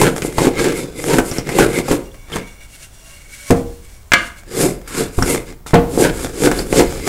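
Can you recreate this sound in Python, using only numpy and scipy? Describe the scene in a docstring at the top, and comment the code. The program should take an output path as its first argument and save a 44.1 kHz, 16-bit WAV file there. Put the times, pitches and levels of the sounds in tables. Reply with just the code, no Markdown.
"""A hand scraper works to and fro along a wooden board: torn fibres hiss, stick-slip rasps, board modes drone.
From the start the edge also catches on the grain, ticking and jolting the board, and at moments it squeaks.
In a pause the board is turned in the hand with dry rubbing and set down with a thump; then a hard piece clacks.
Scraping resumes, with further thumps among the strokes; the loudest blows overload.
Short reverberation, a rumble that follows the shaking and steady air noise lie beneath."""
import sys
import numpy as np
from scipy import signal
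from scipy.fft import rfft, irfft
from scipy.io import wavfile

SR = 44100
rng = np.random.default_rng(int(sys.argv[2]) if len(sys.argv) > 2 else 0)


def output_pcm(signal):
    """Save a mono or channel-first signal as 16-bit PCM at the path in sys.argv[1].

    Samples are clipped to [-1, 1] before scaling.
    """
    pcm = np.clip(np.atleast_2d(signal).T, -1, 1) * 32767
    wavfile.write(sys.argv[1], SR, np.round(pcm).astype(np.int16))


N = 312228
TIME = np.arange(N) / SR
RING = TIME[:SR // 2]  # time axis of short sounds and impulse responses, 0.5 s

# Levels in the tables are relative: each source applies its own overall gain.
# scraper strokes: fastest moment t/s, rise/s, fall/s, hiss level/dB, rasp level/dB, drone level/dB
SCRAPER_STROKES = [(0.025, 0.3, 0.13, -24.5, -25, -8.5), (0.175, .04, 0.071, -33, -32, -28),
                   (0.265, 0.065, .05, -30.5, -32.5, -21), (0.445, 0.14, 0.063, -23, -29, -10.5),
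                   (0.595, 0.036, 0.068, -33, -23.5, -19), (0.64, 0.12, 0.14, -25.5, -24.5, -12.5),
                   (0.78, 0.087, 0.15, -32.5, -32.5, -24), (1.14, 0.21, .11, -24, -26.5, -11.5),
                   (1.285, 0.082, .06, -31, -34, -30), (1.355, 0.074, 0.083, -33, -32.5, -23.5),
                   (1.605, 0.15, 0.085, -23, -22.5, -5), (1.79, 0.16, 0.049, -29, -26.5, -16.5),
                   (1.92, 0.098, 0.077, -26, -24, -12), (2.355, 0.07, 0.07, -35, -27, -20.5),
                   (4.62, 0.12, 0.12, -20, -24.5, -9.5), (4.878, 0.0055, .12, -35, -33, -54),
                   (4.995, .11, 0.098, -23.5, -22, -17.5), (5.18, 0.088, 0.13, -34.5, -41, -38),
                   (5.315, 0.13, 0.094, -23.5, -23.5, -14), (5.49, 0.056, .06, -41, -39.5, -34),
                   (5.668, 0.0072, 0.1, -32.5, -35.5, -46), (6.035, 0.14, 0.068, -20.5, -26, -5.5),
                   (6.235, 0.23, 0.11, -31, -31, -25), (6.455, 0.14, 0.062, -21.5, -27.5, -11),
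                   (6.59, 0.16, 0.086, -31.5, -28.5, -21.5), (6.785, .11, 0.069, -18, -24, -5.5),
                   (6.93, 0.22, 0.29, -33.5, -35.5, -26.5), (7.08, 0.058, .1, -26, -29, -15)]
# slides of the board through the hand: fastest moment t/s, rise/s, fall/s, hiss level/dB, ringing level/dB
BOARD_SLIDES = [(2.05, .1, 0.41, -49.5, -50), (2.5, 0.18, 0.1, -43.5, -42), (2.61, .025, 0.065, -52, -41),
                (2.76, 0.11, 0.06, -40.5, -48), (2.83, .03, 0.03, -34.5, -37),
                (3.11, 0.39, 0.31, -43, -46.5), (3.34, 0.037, 0.11, -38, -45),
                (3.49, .16, 0.15, -33, -41.5), (3.95, 0.59, 0.25, -48, -57.5),
                (4.26, 0.095, 0.046, -34.5, -56), (4.39, 0.051, 0.058, -43, -46)]
# sharp contacts, edge snagging or wood hit: t/s, tick level/dB, jolt level/dB, tick centre f/Hz
SHARP_CONTACTS = [(0.015, 0.5, -19, 950), (0.221, -11, -19.5, 2460), (0.249, -30, -7.5, 900),
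                  (0.383, -0.5, -12, 930), (0.419, -13, -3.5, 905), (0.454, -7, -8.5, 900),
                  (0.470, -7, 0.5, 900), (0.643, -7.5, -19, 2260), (1.158, -28, -10.5, 890),
                  (1.185, 0, 2.5, 1400), (1.314, -10, -15, 5600), (1.384, -9.5, -12, 5500),
                  (1.491, -12, -12.5, 2070), (1.587, 2.5, 1.5, 860), (1.883, -11.5, -13, 775),
                  (1.913, -5.5, -2, 1200), (2.144, -31.5, -52, 2380), (2.32, -20.5, -22, 3240),
                  (2.359, -10, -19, 1060), (3.507, -3, -5.5, 750), (5.188, -10, -6, 1006),
                  (5.224, -2, -28, 1480), (5.663, -23, -38, 1270), (5.741, -2.5, 3.5, 895),
                  (5.976, -25, -1, 790), (6.472, -6, 0, 1510), (6.515, -7.5, -7, 1650),
                  (6.592, -14.5, -23, 4600), (6.727, -6, -1, 840), (6.805, -2, 0.5, 866)]
# bumps of the board's end: t/s, level/dB, contact time scale/ms
BOARD_THUMPS = [(3.504, -2, 1.55), (3.513, -7, 1.2), (5.18, -7.5, 5.3), (5.734, 1, 1.3),
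                (5.741, -5.5, 0.53), (5.754, -9, 0.33)]
# landings of a hard piece: t/s, level/dB
PIECE_CLACKS = [(4.119, -5.5), (4.135, 2)]
# brief squeaks of the edge: t/s, mean f/Hz, level/dB, length/s
EDGE_SQUEAKS = [(1.312, 5740, -30, 0.0095), (1.383, 5540, -29, 0.0051), (2.116, 3320, -52, 0.007),
                (2.326, 3150, -33.5, 0.024), (5.226, 5540, -19, 0.0043), (6.588, 4720, -26.5, 0.011),
                (6.605, 5100, -46, 0.047)]

# free modes of the board: f/Hz, level/dB, t60/s
BOARD_MODES = [(133.7, -16, 0.4), (167, -18, 0.15), (268, -4.5, 0.38), (305.3, -3.5, 0.067),
               (325.8, -9.5, 0.46), (359.7, -15.5, 0.38), (396.6, 0, 0.081), (445, -6.5, 0.05),
               (471, -4.5, 0.57), (532.4, -8, 0.9), (647, -14, 0.22), (699, -2.5, 0.16),
               (803.4, -12.5, 0.33), (946, -32.5, 0.19)]
# free modes of the hard piece: f/Hz, level/dB, t60/s
PIECE_MODES = [(339, -12, 0.25), (532, -8, 0.2), (688, -8.5, 0.12), (1263, -1.5, 0.047), (1420, -11, 0.11),
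               (1616, -13, 0.13), (1640, -7.5, 0.054), (1657, 4, 0.19), (2100, 6.5, 0.056),
               (2290, -1, 0.125), (2400, -23, .18), (2810, -15, 0.31), (3500, -21, 0.21)]
# resonances of the scraping contact: f/Hz, width/Hz, level/dB
EDGE_RESONANCES = [(919, 79, -25.5), (1160, 43, -11.5), (1340, 180, -17), (1615, 100, -1.5),
                   (2092, 170, 4.5), (2620, 110, -11.5), (3470, 88, -3.5), (4850, 60, -4)]
# resonances of a deep bite: f/Hz, width/Hz, level/dB
BITE_RESONANCES = [(822, 43, -3.5), (940, 93, -1), (1460, 300, -0.5)]
# faint tones drawn out by light rubbing: f/Hz, width/Hz, level/dB
RUB_RESONANCES = [(580, 2.5, -1.5), (654, 15, -0.5), (1100, 27, 0), (1633, 50, -4), (2256, 46, 9.5),
                  (2790, 36, 2.5), (3460, 45, -4.5), (4300, 35, -5), (5700, 55, -3), (7800, 250, -24)]

# spectrum of torn fibres: f/Hz, level/dB
HISS_SPECTRUM = [(1500, -8.5), (3800, -8), (5000, -4), (6000, -6), (7200, 1), (8800, -0.5), (10500, -2.5),
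                 (12500, -6.5), (15500, -27.5)]
# spectrum of stick-slip: f/Hz, level/dB
RASP_SPECTRUM = [(350, -3), (700, -14.5), (950, -3), (1400, -0.5), (2200, -7), (3200, -15.5), (4500, -16),
                 (9000, -39)]
# spectrum of the board's body: f/Hz, level/dB
WOOD_SPECTRUM = [(40, -25.5), (90, -14), (125, 1.5), (165, 0), (215, -9.5), (270, -3), (345, 4), (520, -1),
                 (680, -17), (1000, -16), (2000, -22), (5000, -92)]
# spectrum of the noise in a thump: f/Hz, level/dB
KNOCK_SPECTRUM = [(30, -19), (120, -3.5), (320, 3.5), (600, 0), (1000, -4), (2200, -2.5), (5000, -8),
                  (14000, -12)]
# spectrum of the crack in a clack: f/Hz, level/dB
CRACK_SPECTRUM = [(130, -6), (260, -15), (500, -8.5), (900, -14), (1550, -0.5), (2400, -7.5), (3500, -12),
                  (5000, -15.5), (8000, -21.5), (15000, -40)]
# spectrum of ticks and splinters: f/Hz, level/dB
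TICK_SPECTRUM = [(200, 16), (800, 6), (2200, 0.5), (4000, -8), (8000, -5.5), (15000, -18.5)]
# spectrum of dry rubbing by the hand: f/Hz, level/dB
SKIN_SPECTRUM = [(300, -2.5), (650, -44), (1400, 2.5), (2300, 1), (4500, 0), (8500, 4), (12000, -4),
                 (15500, -16)]
# spectrum of the deep rumble: f/Hz, level/dB
RUMBLE_SPECTRUM = [(15, -10), (37, 4), (52, -2.5), (85, -6), (130, -13.5), (300, -26.5), (1000, -42.5)]
# spectrum of the steady air noise: f/Hz, level/dB
AIR_SPECTRUM = [(30, 29), (120, 17), (250, 6.5), (600, 5.5), (1000, 3.5), (2200, -8), (4000, -28),
                (8000, -36), (15000, -7)]
# deep rumble per unit of shaking, joined by straight lines: t/s, level/dB
RUMBLE_LEVELS = [(1.5, -20.5), (5.3, -18), (6.4, -13)]

# a movement dies down by its swing over its rise and its fall; a shape over 1 rounds its top
HISS_SWING_DB, RASP_SWING_DB, DRONE_SWING_DB, STROKE_SHAPE = 24, 18.5, 24, 1.334
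SLIDE_SWING_DB, SLIDE_SHAPE = 13.5, 0.83
DRONE_LAG_S, DRONE_LINGER = 0.016, 1.15  # the board answers late; its fall is stretched by the second
REST_DB, SHAKE_POWER = -45, 0.81  # rumble at rest, and its growth with the shaking
SETTLE_S, SHAKE_HZ = 0.1, 407  # time constant of the shaking power, top of the band that shakes
TOP_HZ = 15700  # upper edge of the microphone's band


def undb(db):
    """Level: decibels become an amplitude ratio."""
    return 10 ** (np.asarray(db) / 20)


def unit(x):
    """Normalisation by power: scale to rms 1."""
    return x / np.sqrt(np.mean(x ** 2))


def blow(x):
    """Normalisation by energy: scale a short sound to that of 10 ms at rms 1."""
    return x / np.sqrt(np.sum(x ** 2) / (SR / 100))


def through(x, response):
    """Linear response: convolve a sound with an impulse response."""
    return signal.fftconvolve(x, response)[:len(x)]


def add(track, s, sound):
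    """Superposition: mix a sound into the track from time s, in seconds."""
    start = max(int(s * SR), 0)
    track[start:start + len(sound)] += sound[:N - start]


def colour(x, points, peaks=(), size=4096):
    """Minimum-phase filtering: follow (f, dB) points, lifted at (f, width, dB) resonances."""
    f = np.maximum(np.fft.rfftfreq(size, 1 / SR), 1)
    hz, db = np.transpose(points)
    curve = np.interp(np.log(f), np.log(hz), db)
    for centre, width, lift in peaks:
        curve = curve + lift / (1 + (2 * (f - centre) / width) ** 2)
    # folding the cepstrum onto positive time makes the filter causal
    cepstrum = irfft(np.log(undb(curve)))
    cepstrum[1:size // 2] *= 2
    cepstrum[size // 2 + 1:] = 0
    return through(x, irfft(np.exp(rfft(cepstrum))))


def fade(t60):
    """Exponential damping: 60 dB down after t60 seconds."""
    return np.exp(-np.log(1000) * RING / t60)


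def burst(t60):
    """Damped noise: a random burst that dies exponentially."""
    return rng.standard_normal(len(RING)) * fade(t60)


def ring(modes):
    """Modal superposition: the impulse response is a sum of damped sines, one per (f, dB, t60) mode."""
    response = 0
    for hz, db, t60 in modes:
        response = response + undb(db) * fade(t60) * np.sin(2 * np.pi * hz * RING)
    return response


def walk(rate):
    """Slow random variation: rate random values a second, joined by lines and scaled to rms 1."""
    steps = rng.standard_normal(N)
    return unit(np.interp(TIME * rate, np.arange(N), steps))


def grains(rate, spread_db):
    """Shot noise: random clicks, on average rate a second, of uneven size and either sign."""
    size = undb(spread_db * np.clip(rng.standard_normal(N), -2, 2))
    sign = rng.choice([-1, 1], N)
    return unit(size * sign * (rng.random(N) < rate / SR))


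def resonate(x, peaks, wander_db, rate):
    """Driven resonance: each (f, width, dB) peak swells and fades as the contact point moves."""
    out = 0
    for hz, width, db in peaks:
        b, a = signal.iirpeak(hz, hz / width, fs=SR)
        tone = unit(signal.lfilter(b, a, x))
        out = out + tone * undb(db + wander_db * np.tanh(walk(rate)))
    return unit(out)


def swells(table, swing_db, shape, column, lag=0, linger=1):
    """Friction grows with speed: each movement gathers speed, peaks at the column's level and slows again."""
    power = 0
    for row in table:
        s, rise, fall = row[:3]
        age = TIME - s - lag
        away = np.maximum(-age / rise, age / (fall * linger))
        level_db = row[column] - swing_db * np.minimum(away ** shape, 10)
        power = power + undb(level_db) ** 2
    return np.sqrt(power)


def scraper():
    """Stick-slip friction: slips rasp and drive the board, finer fibre breaks hiss, uneven grain adds flutter."""
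    hiss_gain = swells(SCRAPER_STROKES, HISS_SWING_DB, STROKE_SHAPE, column=3)
    rasp_gain = swells(SCRAPER_STROKES, RASP_SWING_DB, STROKE_SHAPE, column=4)
    drone_gain = swells(SCRAPER_STROKES, DRONE_SWING_DB, STROKE_SHAPE, column=5,
                        lag=DRONE_LAG_S, linger=DRONE_LINGER)
    flutter = undb(walk(80))
    slips = grains(rate=900, spread_db=3.5) * flutter ** 2
    fibres = grains(rate=9000, spread_db=4) * flutter
    grit = slips + 0.61 * grains(rate=7100, spread_db=3.5)

    hiss = unit(glance(rock(colour(fibres, HISS_SPECTRUM))))

    edge_tones = resonate(grit, EDGE_RESONANCES, wander_db=10.5, rate=9.1)
    rasp = unit(glance(unit(colour(grit, RASP_SPECTRUM)) + undb(-2) * edge_tones))
    rasp = unit(rasp + undb(-1.5) * splinters())

    body = unit(colour(slips, WOOD_SPECTRUM))
    ringing = unit(through(slips, ring(BOARD_MODES)))
    drone = unit(undb(8.5) * body + ringing)

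    # a deep bite lets go more abruptly, so the mid-range crunch grows faster than the drone
    crunch = resonate(slips, BITE_RESONANCES, wander_db=18.0, rate=13) * drone_gain ** 1.47

    friction = undb(1.46) * hiss * hiss_gain + undb(1.76) * rasp * rasp_gain
    return friction + undb(-1.5) * drone * drone_gain + undb(-8) * crunch


def rock(x):
    """Two-path interference: the edge rocks in the hand, so its hiss turns now brighter, now duller."""
    return x + 0.45 * np.tanh(walk(9)) * np.roll(x, 2)


def glance(x):
    """Comb interference: a weak reflection off the board's face changes its path as the hand travels."""
    lag_s = 0.0014 + 0.0008 * np.tanh(walk(12))
    return x + 0.25 * np.interp(TIME - lag_s, TIME, x)


def splinters():
    """Brittle fracture: now and then a bigger splinter breaks off with a short snap."""
    breaks = grains(rate=57, spread_db=11)
    return unit(colour(through(breaks, burst(0.0088)), TICK_SPECTRUM))


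def catches():
    """Impulsive excitation: at each sharp contact the wood ticks and the board is jolted."""
    out = np.zeros(N)
    ringing = blow(ring(BOARD_MODES) * fade(0.44))  # damped beyond the free modes
    shove = blow(colour(fade(0.0013), WOOD_SPECTRUM))
    jolt = blow(ringing + undb(-2) * shove)
    for s, tick_db, jolt_db, hz in SHARP_CONTACTS:
        snap = burst(0.0039) + undb(-10.5) * burst(0.082)
        tick = blow(colour(snap, TICK_SPECTRUM, [(hz, 0.29 * hz, 9)]))
        add(out, s, undb(tick_db - 7.5) * tick + undb(jolt_db - 7.5) * jolt)
    return out


def thumps():
    """Impact of a heavy body: the board lands, and a longer contact gives a duller blow."""
    out = np.zeros(N)
    for s, db, contact_ms in BOARD_THUMPS:
        age = RING * 1000 / contact_ms
        push = age * np.exp(-4 * age)  # contact force, greatest at a quarter of the time scale
        ringing = blow(ring(BOARD_MODES) * fade(0.93))
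        knock = blow(colour(burst(0.15), KNOCK_SPECTRUM))
        add(out, s, undb(db) * blow(through(undb(-6) * ringing + knock, push)))
    return out


def clacks():
    """Impact of a hard body: a sharp crack together with the piece's bright modal ring."""
    out = np.zeros(N)
    for s, db in PIECE_CLACKS:
        crack = blow(colour(burst(0.035), CRACK_SPECTRUM))
        ringing = blow(ring(PIECE_MODES))
        add(out, s, undb(db) * (undb(-4.5) * crack + undb(-4.0) * ringing))
    return out


def squeaks():
    """Synchronised stick-slip: for a moment the slips fall into step and give a rough whistle."""
    out = np.zeros(N)
    for s, hz, db, length in EDGE_SQUEAKS:
        pitch_hz = hz * (1 + 0.045 * walk(760)[:len(RING)])
        phase = 2 * np.pi * np.cumsum(pitch_hz) / SR
        envelope = np.sin(np.pi * np.sqrt(np.minimum(RING / length, 1)))  # quick rise, slower fall
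        add(out, s, undb(db + 9.5) * np.sin(phase) * envelope)
    return out


def handling():
    """Dry sliding friction: light rubbing while the board is turned, with faint resonant tones."""
    rub = grains(rate=7300, spread_db=2) * undb(2 * walk(40))
    hiss = unit(colour(rub, SKIN_SPECTRUM))
    tones = resonate(rub, RUB_RESONANCES, wander_db=8.5, rate=6.68)
    hiss_gain = swells(BOARD_SLIDES, SLIDE_SWING_DB, SLIDE_SHAPE, column=3)
    tone_gain = swells(BOARD_SLIDES, SLIDE_SWING_DB, SLIDE_SHAPE, column=4)
    return hiss * hiss_gain + tones * tone_gain


def workshop(x, wet_db, t60_low=0.42, t60_high=0.34, high_db=-5, split_hz=1500):
    """Diffuse reverberation: a cluttered room gives a dense short tail, weaker in the treble."""
    low = signal.sosfilt(signal.butter(2, split_hz, fs=SR, output="sos"), burst(t60_low))
    high = signal.sosfilt(signal.butter(2, split_hz, "high", fs=SR, output="sos"), burst(t60_high))
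    onset = 1 - np.exp(-RING / 0.00097)
    tail = (low + undb(high_db) * high) * onset / np.linalg.norm(fade(t60_low))
    return x + undb(wet_db) * through(x, tail)


def shudder(work):
    """Energy build-up and decay: a deep rumble grows with the shaking of the wood and settles after it."""
    low = signal.sosfilt(signal.butter(2, SHAKE_HZ, fs=SR, output="sos"), work)
    step = 1 / (SETTLE_S * SR)
    shaking = np.sqrt(signal.lfilter([step], [1, step - 1], low ** 2))  # running rms
    full = undb(np.interp(TIME, *np.transpose(RUMBLE_LEVELS)))
    rumble = unit(colour(rng.standard_normal(N), RUMBLE_SPECTRUM))
    return rumble * np.hypot(undb(REST_DB), full * shaking ** SHAKE_POWER)


def still_air():
    """Stationary noise: a steady coloured background."""
    return undb(-43.5) * unit(colour(rng.standard_normal(N), AIR_SPECTRUM))


def scene():
    """Superposition of sources: scraping and blows in the room, over rumble and still air."""
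    scraping = workshop(scraper() + catches() + squeaks() + handling(), wet_db=-7)
    blows = workshop(thumps() + clacks(), wet_db=-4)
    work = scraping + blows
    return (work + shudder(work) + still_air())[None]


def record(dry):
    """Overload and band limiting: the microphone clips at full scale, then the top is cut."""
    clipped = np.clip(dry, -1, 1)
    return signal.sosfilt(signal.ellip(10, 0.1, 70, TOP_HZ, fs=SR, output="sos"), clipped)


dry = scene()
out = record(dry)
output_pcm(out)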